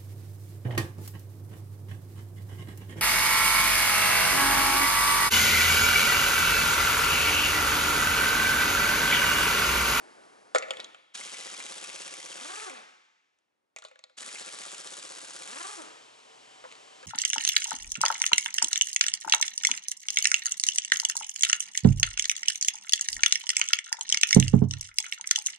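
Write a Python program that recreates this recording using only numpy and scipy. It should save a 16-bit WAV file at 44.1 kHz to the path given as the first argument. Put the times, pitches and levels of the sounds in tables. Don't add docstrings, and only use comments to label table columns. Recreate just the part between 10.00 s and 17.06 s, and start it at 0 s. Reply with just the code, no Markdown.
import sys
import numpy as np
from scipy import signal
from scipy.fft import rfft, irfft, next_fast_len
from scipy.io import wavfile

SR = 44100
rng = np.random.default_rng(int(sys.argv[2]) if len(sys.argv) > 2 else 0)


def unload_wav(signal):
    wavfile.write(
        sys.argv[1],
        SR,
        np.round(np.clip(np.atleast_2d(signal).T, -1, 1) * 32767).astype(np.int16),
    )


N = 311346
TIME = np.arange(N) / SR

# time in seconds, level in dB.
SHOP_LEVEL = [(0, -58), (.3, -60), (.53, -64), (.8, -56), (1.1, -76.5), (1.5, -110)]
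# frequency in Hz, relative density in dB per Hz.
SHOP_SPECTRUM = [(35, -60.5), (60, -36), (272, -10), (403, -8.5), (1080, -11.5), (1280, -14), (1430, -13),
                 (3510, -22.5), (4980, -21.5), (10500, -28.5), (11200, -33.5), (14600, -64), (22000, -120)]
# time in seconds, level in dB.
MACHINE_LEVEL = [(5.6, -110), (5.85, -55.5), (6.15, -59.5), (6.5, -57.5), (7.06, -56.5)]
# frequency in Hz, relative density in dB per Hz.
MACHINE_SPECTRUM = [(76, -47), (130, -9.5), (157, -15), (254, -8.5), (383, -5), (445, 0), (498, -7),
                    (578, -2), (839, -6.5), (974, -0.5), (1500, -6.5), (2980, -3.5), (4410, -6.5),
                    (7710, -9), (11200, -22.5), (14600, -50.5), (22000, -120)]
# mean frequency in Hz, relative level in dB.
HUM_TONES = [(121, -85.5), (248, -79.5), (270, -85), (350, -93), (452, -74), (522, -83), (764, -71),
             (1012, -88), (2945, -73), (3068, -70.5), (7445, -71.5)]
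# frequency in Hz, relative density in dB per Hz.
ROOM_SPECTRUM = [(24, -39), (40, -14.5), (150, -7.5), (334, -0.5), (661, -5), (1010, -5.5), (1090, -6.5),
                 (11200, -23), (14600, -49.5), (22000, -120)]
# frequency in Hz, t60 in seconds.
GARAGE_T60 = [(100, 0.66), (500, 0.61), (1200, 0.95), (3000, 1.3), (6000, 1), (11000, 0.36)]
# frequency in Hz, level in dB.
ECHO_LEVEL = [(120, -10), (400, -4.5), (1200, -5.5), (3000, -4), (9000, -14)]

# start in seconds, then relative levels of boom, thud,
# clack, tick and ring in dB, ring centre in Hz, t60 of rattle and ring in seconds.
SOCKET_KNOCKS = [(0.548, -18, -15.5, -22.5, -25, -35, 1380, 0.063),
                 (0.5545, -29.5, -20, -23.5, -36, -22, 1330, 0.14),
                 (0.5594, -30, -15.5, -24, -27, -21.5, 2200, 0.1),
                 (0.5836, -40, -42, -27, -25, -29, 6600, 0.039),
                 (0.624, -37, -36, -33.5, -44, -29, 2150, 0.097),
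                 (0.684, -39, -50, -43, -54, -42, 2000, 0.06),
                 (0.7068, -32.5, -26, -21, -30.5, -26, 3130, 0.044),
                 (0.735, -46, -48, -54, -47, -37, 1930, .05),
                 (0.7698, -41.5, -47, -39, -48, -39, 3200, 0.032),
                 (0.7955, -62, -36.5, -46, -62, -41, 2330, .04),
                 (0.801, -49, -50, -33, -38.5, -27.5, 3850, 0.054),
                 (0.8438, -66, -59, -53, -38, -33.5, 3500, 0.028),
                 (0.946, -59, -44, -53, -54.5, -42, 2880, 0.032),
                 (3.387, -84, -76.5, -72.5, -69, -79.5, 3590, .03),
                 (3.7623, -58, -40, -39.5, -35.5, -37, 2270, 0.09),
                 (3.7859, -68, -44, -48, -39.5, -46, 3600, 0.061),
                 (3.822, -67, -47.5, -43.5, -50, -46.5, 1450, 0.14),
                 (3.84, -69, -50, -54, -46, -50, 2080, .04),
                 (3.8491, -62, -38.5, -38, -43.5, -42, 3770, 0.12),
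                 (3.884, -67, -56, -55, -53, -60, 2420, 0.073),
                 (3.913, -55.5, -51, -53, -63, -52, 2350, .04),
                 (3.957, -62, -60, -52, -70, -50, 1650, .025),
                 (3.991, -66, -52.5, -47, -48.5, -57, 3630, .02),
                 (4.039, -56.5, -46, -41, -46.5, -38.5, 4060, 0.021),
                 (4.097, -61, -55, -58, -69, -67, 2160, .08),
                 (6.64, -43, -40.5, -50, -68, -44, 1680, 0.099),
                 (6.65, -48, -43.5, -56, -69, -42, 960, .08), (6.715, -61, -60, -43.5, -49, -48, 4000, .06),
                 (6.724, -58, -44, -41.5, -44.5, -47, 2290, .06),
                 (6.753, -66, -52, -45, -54, -47, 3960, .02),
                 (7.029, -46, -47.5, -42, -49, -43, 1480, 0.095)]
# mean frequency in Hz, mean relative level in dB, t60 in seconds.
WHEEL_MODES = [(505, -1, .04), (635, 1, .05), (802, -2, .04), (880, -6, .04), (1030, -5, .03),
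               (1156, -2, .03), (1303, 0, .05), (1432, 1, .05), (1743, -1, .04), (1900, -1, .08),
               (2193, 4, .03), (2590, -3, .025), (3192, -3, .025), (3640, -1, .04), (4300, -4, .015),
               (6687, 1, .03), (7200, -4, .025)]
# low edge in Hz, high edge in Hz.
THUD_CLACK_TICK_BANDS = [(500, 1850), (1950, 4500), (5600, 7600)]

# frequency in Hz, relative density in dB per Hz.
WHINE_SPECTRUM = [(60, -47), (200, -4.5), (400, -13), (780, -2.5), (1200, 5.5), (1450, 2.5), (1800, -2),
                  (2400, -10), (3500, -23), (8000, -41)]
# frequency in Hz, relative density in dB per Hz.
SCRAPE_SPECTRUM = [(300, -55), (700, -9.5), (900, -3), (1250, -11), (1450, -4), (1700, -1), (2300, -4),
                   (3500, -0.5), (8000, -23)]
# time in seconds, mean vane rate in Hz, relative whirl level in dB.
FREE_RUN_CURVES = [
    [(2.37, 140.4, -62), (2.42, 244.5, -55.5), (2.46, 292.2, -55.5), (2.5, 360.7, -49), (2.58, 424, -55),
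     (2.635, 437, -54), (2.69, 352, -54.5), (2.706, 279.4, -61.5), (2.775, 218.6, -53), (3.05, 25.7, -100)],
    [(5.419, 100, -75), (5.5, 200, -54.5), (5.57, 288, -51.5), (5.615, 348, -49.5), (5.655, 386, -51.5),
     (5.742, 430, -62.5), (5.775, 355, -63), (5.812, 295, -59), (5.826, 246, -66), (5.87, 198, -66),
     (6.2, 15, -100)],
]

# frequency in Hz, relative density in dB per Hz.
BLOW_SPECTRUM = [(200, -23), (600, 1.5), (1300, 5), (2300, 2), (3500, 4), (5000, 4.5), (8000, 8.5),
                 (11000, -2)]
# time in seconds, relative clack level in dB, relative ring level in dB, ring centre in Hz.
FIRST_NUT_BLOWS = [(1.2099, -36.5, -49.5, 2200), (1.2744, -42, -51, 2260), (1.3423, -37, -51, 2120),
                   (1.4087, -38, -55, 2250), (1.4751, -40, -53, 2140), (1.5396, -37.0, -52.5, 2300),
                   (1.6013, -35.5, -49.5, 2230), (1.6621, -40, -57.0, 2260), (1.7216, -35, -55, 3610),
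                   (1.7806, -36, -50, 3400), (1.8398, -32.5, -49, 2400), (1.8987, -39, -52, 2380),
                   (1.9586, -36, -52.5, 2400), (2.018, -34.5, -54, 2560), (2.0778, -36.5, -53, 2400),
                   (2.1386, -35.5, -56, 2260), (2.1996, -38, -59.5, 2160), (2.2593, -35, -55.5, 2260),
                   (2.3164, -36, -52, 3150), (2.3702, -35.5, -60, 2860), (2.3984, -40.5, -53, 2280),
                   (2.4322, -40.5, -51.5, 3410), (2.4762, -38, -56, 2400), (2.518, -39, -53.0, 2160),
                   (2.5562, -36, -49, 2370), (2.5983, -36, -51.5, 2400), (2.6412, -37.5, -63, 2260),
                   (2.6971, -40, -51.5, 2260)]
SECOND_NUT_BLOWS = [(4.2248, -45, -53.5, 1840), (4.287, -39, -51.5, 2240), (4.3543, -41, -49, 2240),
                    (4.423, -44, -51.0, 4360), (4.487, -37.5, -53.5, 2260), (4.5526, -47, -53.5, 4060),
                    (4.6155, -35, -54, 2380), (4.6818, -45, -53, 4030), (4.7447, -36.5, -55, 2860),
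                    (4.8096, -38, -58, 3610), (4.8715, -37, -49.5, 3830), (4.9353, -36, -57, 3210),
                    (4.9961, -40, -59, 4060), (5.0588, -41, -67, 3610), (5.1202, -38.5, -58, 4300),
                    (5.1838, -35.5, -69, 2010), (5.246, -36.5, -64, 2010), (5.3067, -37, -62, 2030),
                    (5.363, -35.5, -60, 2010), (5.4201, -36, -55, 2500), (5.4752, -37, -59, 2400),
                    (5.5128, -38, -62, 2550), (5.545, -40, -65, 2260), (5.5841, -35, -56.5, 2700),
                    (5.6274, -34.5, -54, 3410), (5.669, -34, -56.5, 3610), (5.7094, -43, -60, 2400),
                    (5.7531, -43, -60, 3410), (5.8185, -38.5, -61, 2540)]

# frequency in Hz, relative density in dB per Hz.
HISS_SPECTRUM = [(25, -28), (80, -25), (200, -10), (500, -8), (750, -8.5), (1300, 1), (2200, -3.5),
                 (3200, 2), (4900, 2.5), (6000, 1), (7200, 2.5), (8500, -2), (10200, -5), (11200, -13.5)]
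# frequency in Hz, relative density in dB per Hz.
JET_SPECTRUM = [(100, -46), (600, -10.5), (1300, 0.5), (2500, -9), (4500, 1), (6000, 0), (7400, 3.5),
                (9000, 0), (10200, -2), (11200, -12)]
# frequency in Hz, relative density in dB per Hz.
PUFF_SPECTRUM = [(40, -40.5), (90, -13), (150, -5), (230, 2), (330, 8.5), (420, 1.5), (520, 12), (650, 2),
                 (830, 5), (1000, -2), (1300, -1), (1800, -12.5), (4000, -40)]
# press in seconds, release in seconds, relative exhaust level in dB,
# opening surge in dB, jet strength in dB, exponent of the first turn's pickup (higher is later),
# lead of the chug before a blow in seconds.
TRIGGER_PULLS = [(1.136, 2.637, -43.5, 6, 1.5, 3.3, 0.014), (4.165, 5.743, -44, 2.5, 3, 2.9, 0.013)]
# frequency in Hz, relative gain in dB.
GRIP_COLOURS = [
    [(600, 0.5), (1200, -1.5), (2300, 2), (3200, 2.5), (4500, -2), (6000, 2.5), (7400, 0), (10000, 0.5)],
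    [(600, 0.5), (1200, 0), (2300, 1.5), (3200, 1), (4500, -1), (6000, 1), (7400, 2.5), (10000, 1)],
]
# one nut's relative levels in dB, in order of a turn.
VANE_JET_LEVELS = [
    [-2, 1, -4, 2, 3.1, -4],
    [-11.5, 1.8, 0, -3.5, 1.1, -2],
]

TOP_CUT_HZ = 11100

BOOM_START_HZ, BOOM_END_HZ, BOOM_SAG_S, BOOM_ATTACK_S, BOOM_T60_S = 548, 483, 0.02, 0.0025, 0.08
LINGER_DB, LINGER_T60_S = -27, .45
GAP_LOW_HZ, GAP_HIGH_HZ, GAP_LOSS_SHARE = 720, 1100, .35

SNAG_SWING_SHARE, SNAG_DEPTH_SHARE, SNAG_LAG_CYCLES = .07, 1, 0.12

RECOIL_DELAY_S, RECOIL_HZ, RECOIL_DB, RECOIL_T60_S = 0.01217, 526, -53, 0.019
TIGHT_BLOWS = 20

LAST_PICKUP, PORT_LEAD_VANES = 1.85, .65
WAVER_SHARE = .028

VALVE_S, SURGE_S, SAG_DB_PER_S, SHUT_DB_PER_S = 0.015, 0.018, 2.5, 93
LOADED_DB, LOAD_S, UNLOADED_DB, TOP_VANE_HZ = -50, 0.062, -7.5, 477.8
PUMP_DB, PUMP_ATTACK_S, BRAKED_DB, PUMP_FALL_DB_PER_S = -47.5, 0.052, -5, 87
CATCH_LEAD_S, CATCH_S, CATCH_DB = 0.00067, 0.0011, -16
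STALL_LAG_S, STALL_S, STALL_DB = 0.014, 0.013, -2
CHUG_S, CHUG_DB = 0.0063, 4.5


def from_db(db):
    return 10 ** (np.asarray(db) / 20)


def rms_one(x):
    return x / np.sqrt(np.mean(x ** 2) + 1e-20)


def level(rows):
    rows = np.array(rows)
    return from_db(np.interp(TIME, rows[:, 0], rows[:, -1], left=-200, right=-200))


def at_hz(points, hz):
    points = np.array(points)
    return np.interp(np.log(hz + 1e-3), np.log(points[:, 0]), points[:, 1])


def colour(x, spectrum):
    gain = from_db(at_hz(spectrum, np.fft.rfftfreq(N, 1 / SR)))
    return irfft(rfft(x) * rms_one(gain), N)


def band(x, low_hz, high_hz):
    edges_hz = [low_hz, min(high_hz, .45 * SR)]
    return signal.sosfilt(signal.butter(2, edges_hz, "band", fs=SR, output="sos"), x)


def drift(rate_hz):
    knots = rng.standard_normal(4000)
    return rms_one(np.interp(TIME * rate_hz, np.arange(len(knots)), knots))


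def noise(apart_db):
    return rng.standard_normal(N) + from_db(apart_db) * rng.standard_normal((2, N))


def add(track, s, sound):
    start = max(round(s * SR), 0)
    track[start:start + len(sound)] += sound[:max(N - start, 0)]


def since(s):
    return np.maximum(TIME - s, 0)


def dips(moments, width_s, depth_db):
    nearest = moments[np.searchsorted((moments[1:] + moments[:-1]) / 2, TIME)]
    distance = np.minimum(np.abs(TIME - nearest) / width_s, 10)
    return from_db(depth_db * np.exp(-distance ** 2))


def background(still_db=-90, tones_db=-1.0):
    shop = level(SHOP_LEVEL) * colour(noise(apart_db=-14.0), SHOP_SPECTRUM)
    running = level(MACHINE_LEVEL)
    hum = 0
    for hz, db in HUM_TONES:
        gain = from_db(db + tones_db + 2.1 * drift(8.7))
        cycles = np.cumsum(hz * (1 + 0.00514 * drift(40))) / SR
        hum = hum + gain * np.sin(2 * np.pi * cycles)
    hiss = running * colour(noise(apart_db=-9.5), MACHINE_SPECTRUM)
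    machine = hiss + np.sqrt(2) * hum * running / running.max()
    return shop + machine + from_db(still_db) * colour(noise(apart_db=-2.0), ROOM_SPECTRUM)


def garage(x, build_s=0.002):
    age = TIME[:3 * SR // 2]
    edges_hz = np.geomspace(50, 12800, 9)
    tail = 0
    for low_hz, high_hz in zip(edges_hz, edges_hz[1:]):
        hz = np.sqrt(low_hz * high_hz)
        t60_s = at_hz(GARAGE_T60, hz)
        gain = from_db(at_hz(ECHO_LEVEL, hz)) * np.sqrt(np.log(1e6) / (t60_s * SR))
        echoes = band(noise(apart_db=-7.0)[:, :len(age)], low_hz, high_hz)
        tail = tail + gain * echoes * from_db(-60 * age / t60_s)
    return signal.fftconvolve(x, tail * (1 - np.exp(-age / build_s)), axes=1)[:, :N]


def dying(age, t60_s):
    return from_db(-60 * age / t60_s) + from_db(LINGER_DB - 60 * age / LINGER_T60_S)


def boom(age):
    hz = BOOM_END_HZ + (BOOM_START_HZ - BOOM_END_HZ) * np.exp(-age / BOOM_SAG_S)
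    hz = hz * (1 + .015 * rng.standard_normal())
    envelope = (1 - np.exp(-age / BOOM_ATTACK_S)) * dying(age, BOOM_T60_S)
    return np.sqrt(2) * envelope * np.sin(2 * np.pi * np.cumsum(hz) / SR)


def socket(rattle_db=7, knock_db=-11.0, boom_db=-4, thump_db=-47, snap_db=6):
    crack_db, crack_t60_s, ring_width = 19, .009, 1.13
    out, age = np.zeros(N), TIME[:SR // 2]
    hz, mode_db, mode_t60_s = np.transpose(WHEEL_MODES)[:, :, None]
    for s, hollow_db, thud_db, clack_db, tick_db, ring_db, ring_hz, ring_t60_s in SOCKET_KNOCKS:
        sign = rng.choice([-1, 1], hz.shape)
        strength = sign * from_db(mode_db + 2 * rng.standard_normal(hz.shape))
        detune = 1 + .008 * rng.standard_normal(hz.shape)
        modes = strength * dying(age, mode_t60_s) * np.sin(2 * np.pi * hz * detune * age)
        crack = from_db(-60 * age / crack_t60_s)
        rattle = from_db(-60 * age / ring_t60_s)
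        contact = from_db(crack_db) * crack + from_db(rattle_db) * rattle
        knock = np.sum(modes, axis=0) + contact * rng.standard_normal(len(age))
        knock = knock - GAP_LOSS_SHARE * band(knock, GAP_LOW_HZ, GAP_HIGH_HZ)
        snap = (rattle + from_db(snap_db) * crack) * rng.standard_normal(len(age))
        ring = band(snap, ring_hz / ring_width, ring_hz * ring_width)
        parts = [band(knock, *edges_hz) for edges_hz in THUD_CLACK_TICK_BANDS] + [ring]
        for db, part in zip([thud_db, clack_db, tick_db, ring_db], parts):
            add(out, s, from_db(db + knock_db) * part / np.std(part[:SR // 100]))
        thump = band(knock, 30, 300)
        add(out, s, from_db(hollow_db + thump_db) * thump / np.std(thump[:SR // 50]))
        add(out, s, from_db(hollow_db + boom_db) * boom(age))
    return out


def snags(moments):
    phase = np.interp(TIME, moments, np.arange(len(moments))) % 1
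    driven = (TIME > moments[0]) & (TIME < moments[-1])
    braking = 1 + driven * SNAG_SWING_SHARE * (phase - .5)
    pulsing = 1 - driven * SNAG_DEPTH_SHARE * np.cos(2 * np.pi * (phase - SNAG_LAG_CYCLES))
    return braking, pulsing


def loose_nut(vanes, drive, pulsing, whine_db=-2.0, scrape_db=-2.5, lurch_db=2.5):
    passes = np.diff(np.floor(vanes), prepend=0)
    chatter = 10 * passes * pulsing * from_db(lurch_db * drift(160))
    turning = 1 + .6 * np.sin(2 * np.pi * vanes / 6)
    scrape = noise(apart_db=-25) * np.sqrt(np.abs(pulsing)) * turning
    whine = from_db(whine_db) * colour(drive * chatter, WHINE_SPECTRUM)
    return whine + from_db(scrape_db) * colour(drive * scrape, SCRAPE_SPECTRUM)


def hammer(blows, t60_s=0.02, rebound_s=0.0051, rebound_db=-9, ring_t60_s=0.038, ring_gain_db=2.0):
    ring_width = 1.12
    strikes, rings, age = np.zeros(N), np.zeros(N), TIME[:SR // 10]
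    pop = from_db(RECOIL_DB - 60 * age / RECOIL_T60_S) * np.sin(2 * np.pi * RECOIL_HZ * age)
    for s, clack_db, ring_db, ring_hz in blows:
        clack = from_db(clack_db - 60 * age / t60_s)
        add(strikes, s, clack)
        add(strikes, s + rebound_s, from_db(rebound_db) * clack)
        rattle = from_db(-60 * age / ring_t60_s) * rng.standard_normal(len(age))
        ring = band(rattle, ring_hz / ring_width, ring_hz * ring_width)
        add(rings, s, from_db(ring_db + ring_gain_db) * ring / np.std(ring[:SR // 80]))
    for s in blows[:TIGHT_BLOWS, 0]:
        add(rings, s + RECOIL_DELAY_S, pop)
    return colour(strikes * noise(apart_db=-45.0), BLOW_SPECTRUM) + rings


def rotor(stalls, free_hz, pickup):
    turns = np.interp(TIME, stalls, np.arange(len(stalls)))
    turn = turns.astype(int)
    exponents = np.linspace(pickup, LAST_PICKUP, len(stalls))
    exponents = exponents * np.exp(.04 * rng.standard_normal(len(stalls)))
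    hammering = 6 * (turn + (turns - turn) ** exponents[turn])
    running_free = np.cumsum(free_hz * (1 + WAVER_SHARE * drift(500))) / SR
    return PORT_LEAD_VANES + hammering + running_free


def air_flow(pressed_s, released_s, db, surge_db):
    valve = np.clip(since(pressed_s) / VALVE_S, 0, 1) ** 2
    surge = surge_db * np.exp(-(since(pressed_s + VALVE_S) / SURGE_S) ** 2)
    fall = SAG_DB_PER_S * since(pressed_s) + SHUT_DB_PER_S * since(released_s)
    return valve * from_db(db + surge - fall)


def puff_strength(pressed_s, released_s, braked_s, free_hz):
    build = 1 - np.exp(-since(pressed_s) / LOAD_S)
    load = build * from_db(LOADED_DB + UNLOADED_DB * free_hz / TOP_VANE_HZ)
    pump = from_db(PUMP_DB + BRAKED_DB * (TIME > braked_s) - PUMP_FALL_DB_PER_S * since(braked_s))
    shut = np.clip(since(released_s) / PUMP_ATTACK_S, 0, 1) ** 2
    return (1 - shut) * load + shut * pump


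def exhaust(vanes, air, push, jet_db, vanes_db, leak=0.72, burst=1.375, burst_s=0.0036,
            flutter_db=2.5, puff_db=18.5, uneven_db=1.0, full_hz=180):
    opens = np.diff(np.floor(vanes), prepend=0) * from_db(uneven_db * rng.standard_normal(N))
    speed = np.clip(np.diff(vanes, append=vanes[-1]) * SR / full_hz, 0, 1)
    seal = from_db(vanes_db)[(vanes.astype(int) - 1) % len(vanes_db)]
    filled = opens * seal * (1 - 0.39 * speed)
    port = np.sin(np.pi * np.clip(TIME[:SR // 50] / burst_s, 0, 1) ** .6)
    bursts = np.sqrt(np.abs(signal.fftconvolve(filled ** 2, port)[:N]))
    jets = colour(burst * bursts * noise(apart_db=-24.0), JET_SPECTRUM)
    hiss = colour(leak * from_db(flutter_db * drift(350)) * noise(apart_db=-9.0), HISS_SPECTRUM)
    puffs = colour(opens * speed ** 2.05, PUFF_SPECTRUM)
    return air * (hiss + from_db(jet_db) * jets) + from_db(puff_db) * push * puffs


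def wrench():
    out = 0
    nuts = zip(TRIGGER_PULLS, [FIRST_NUT_BLOWS, SECOND_NUT_BLOWS], GRIP_COLOURS, FREE_RUN_CURVES, VANE_JET_LEVELS)
    for pull, blows, grip, run, vanes_db in nuts:
        pressed_s, released_s, db, surge_db, jet_db, pickup, chug_lead_s = pull
        blows, run = np.array(blows), np.array(run)
        tight, loose = blows[:TIGHT_BLOWS, 0], blows[TIGHT_BLOWS - 1:, 0]
        catch = dips(blows[:, 0] - CATCH_LEAD_S, CATCH_S, CATCH_DB)
        stall = dips(tight + STALL_LAG_S, STALL_S, STALL_DB)
        chug = dips(tight - chug_lead_s, CHUG_S, CHUG_DB)
        air = air_flow(pressed_s, released_s, db, surge_db) * catch * stall
        free_hz = np.interp(TIME, run[:, 0], run[:, 1], left=0, right=0)
        braking, pulsing = snags(loose)
        vanes = rotor(np.r_[pressed_s + VALVE_S, tight], free_hz * braking, pickup)
        push = puff_strength(pressed_s, released_s, loose[-1], free_hz)
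        push = push * catch * np.sqrt(np.abs(pulsing)) * chug
        out = out + colour(exhaust(vanes, air, push, jet_db, vanes_db), grip)
        out = out + hammer(blows) + loose_nut(vanes, level(run) * catch, pulsing)
    return out


def scene(socket_room_db=-8.5):
    tool, knocks = wrench(), socket()
    echoes = garage(tool + from_db(socket_room_db) * knocks)
    return tool + knocks + echoes + background()


def record(dry, low_hz=200, high_hz=2800):
    size = next_fast_len(N + SR // 10)
    s = 1j * np.fft.rfftfreq(size, 1 / SR)
    left = (high_hz - s) * (low_hz + s)
    right = (high_hz + s) * (low_hz - s)
    ports = np.array([left, right]) / (s + np.sqrt(low_hz * high_hz)) ** 2
    balance = from_db([[.45], [-.45]])
    heard = irfft(rfft(dry, size) * ports, size)[:, :N] * balance
    return signal.sosfilt(signal.ellip(12, .2, 80, TOP_CUT_HZ, fs=SR, output="sos"), heard)


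dry = scene()
out = record(dry)
unload_wav(out)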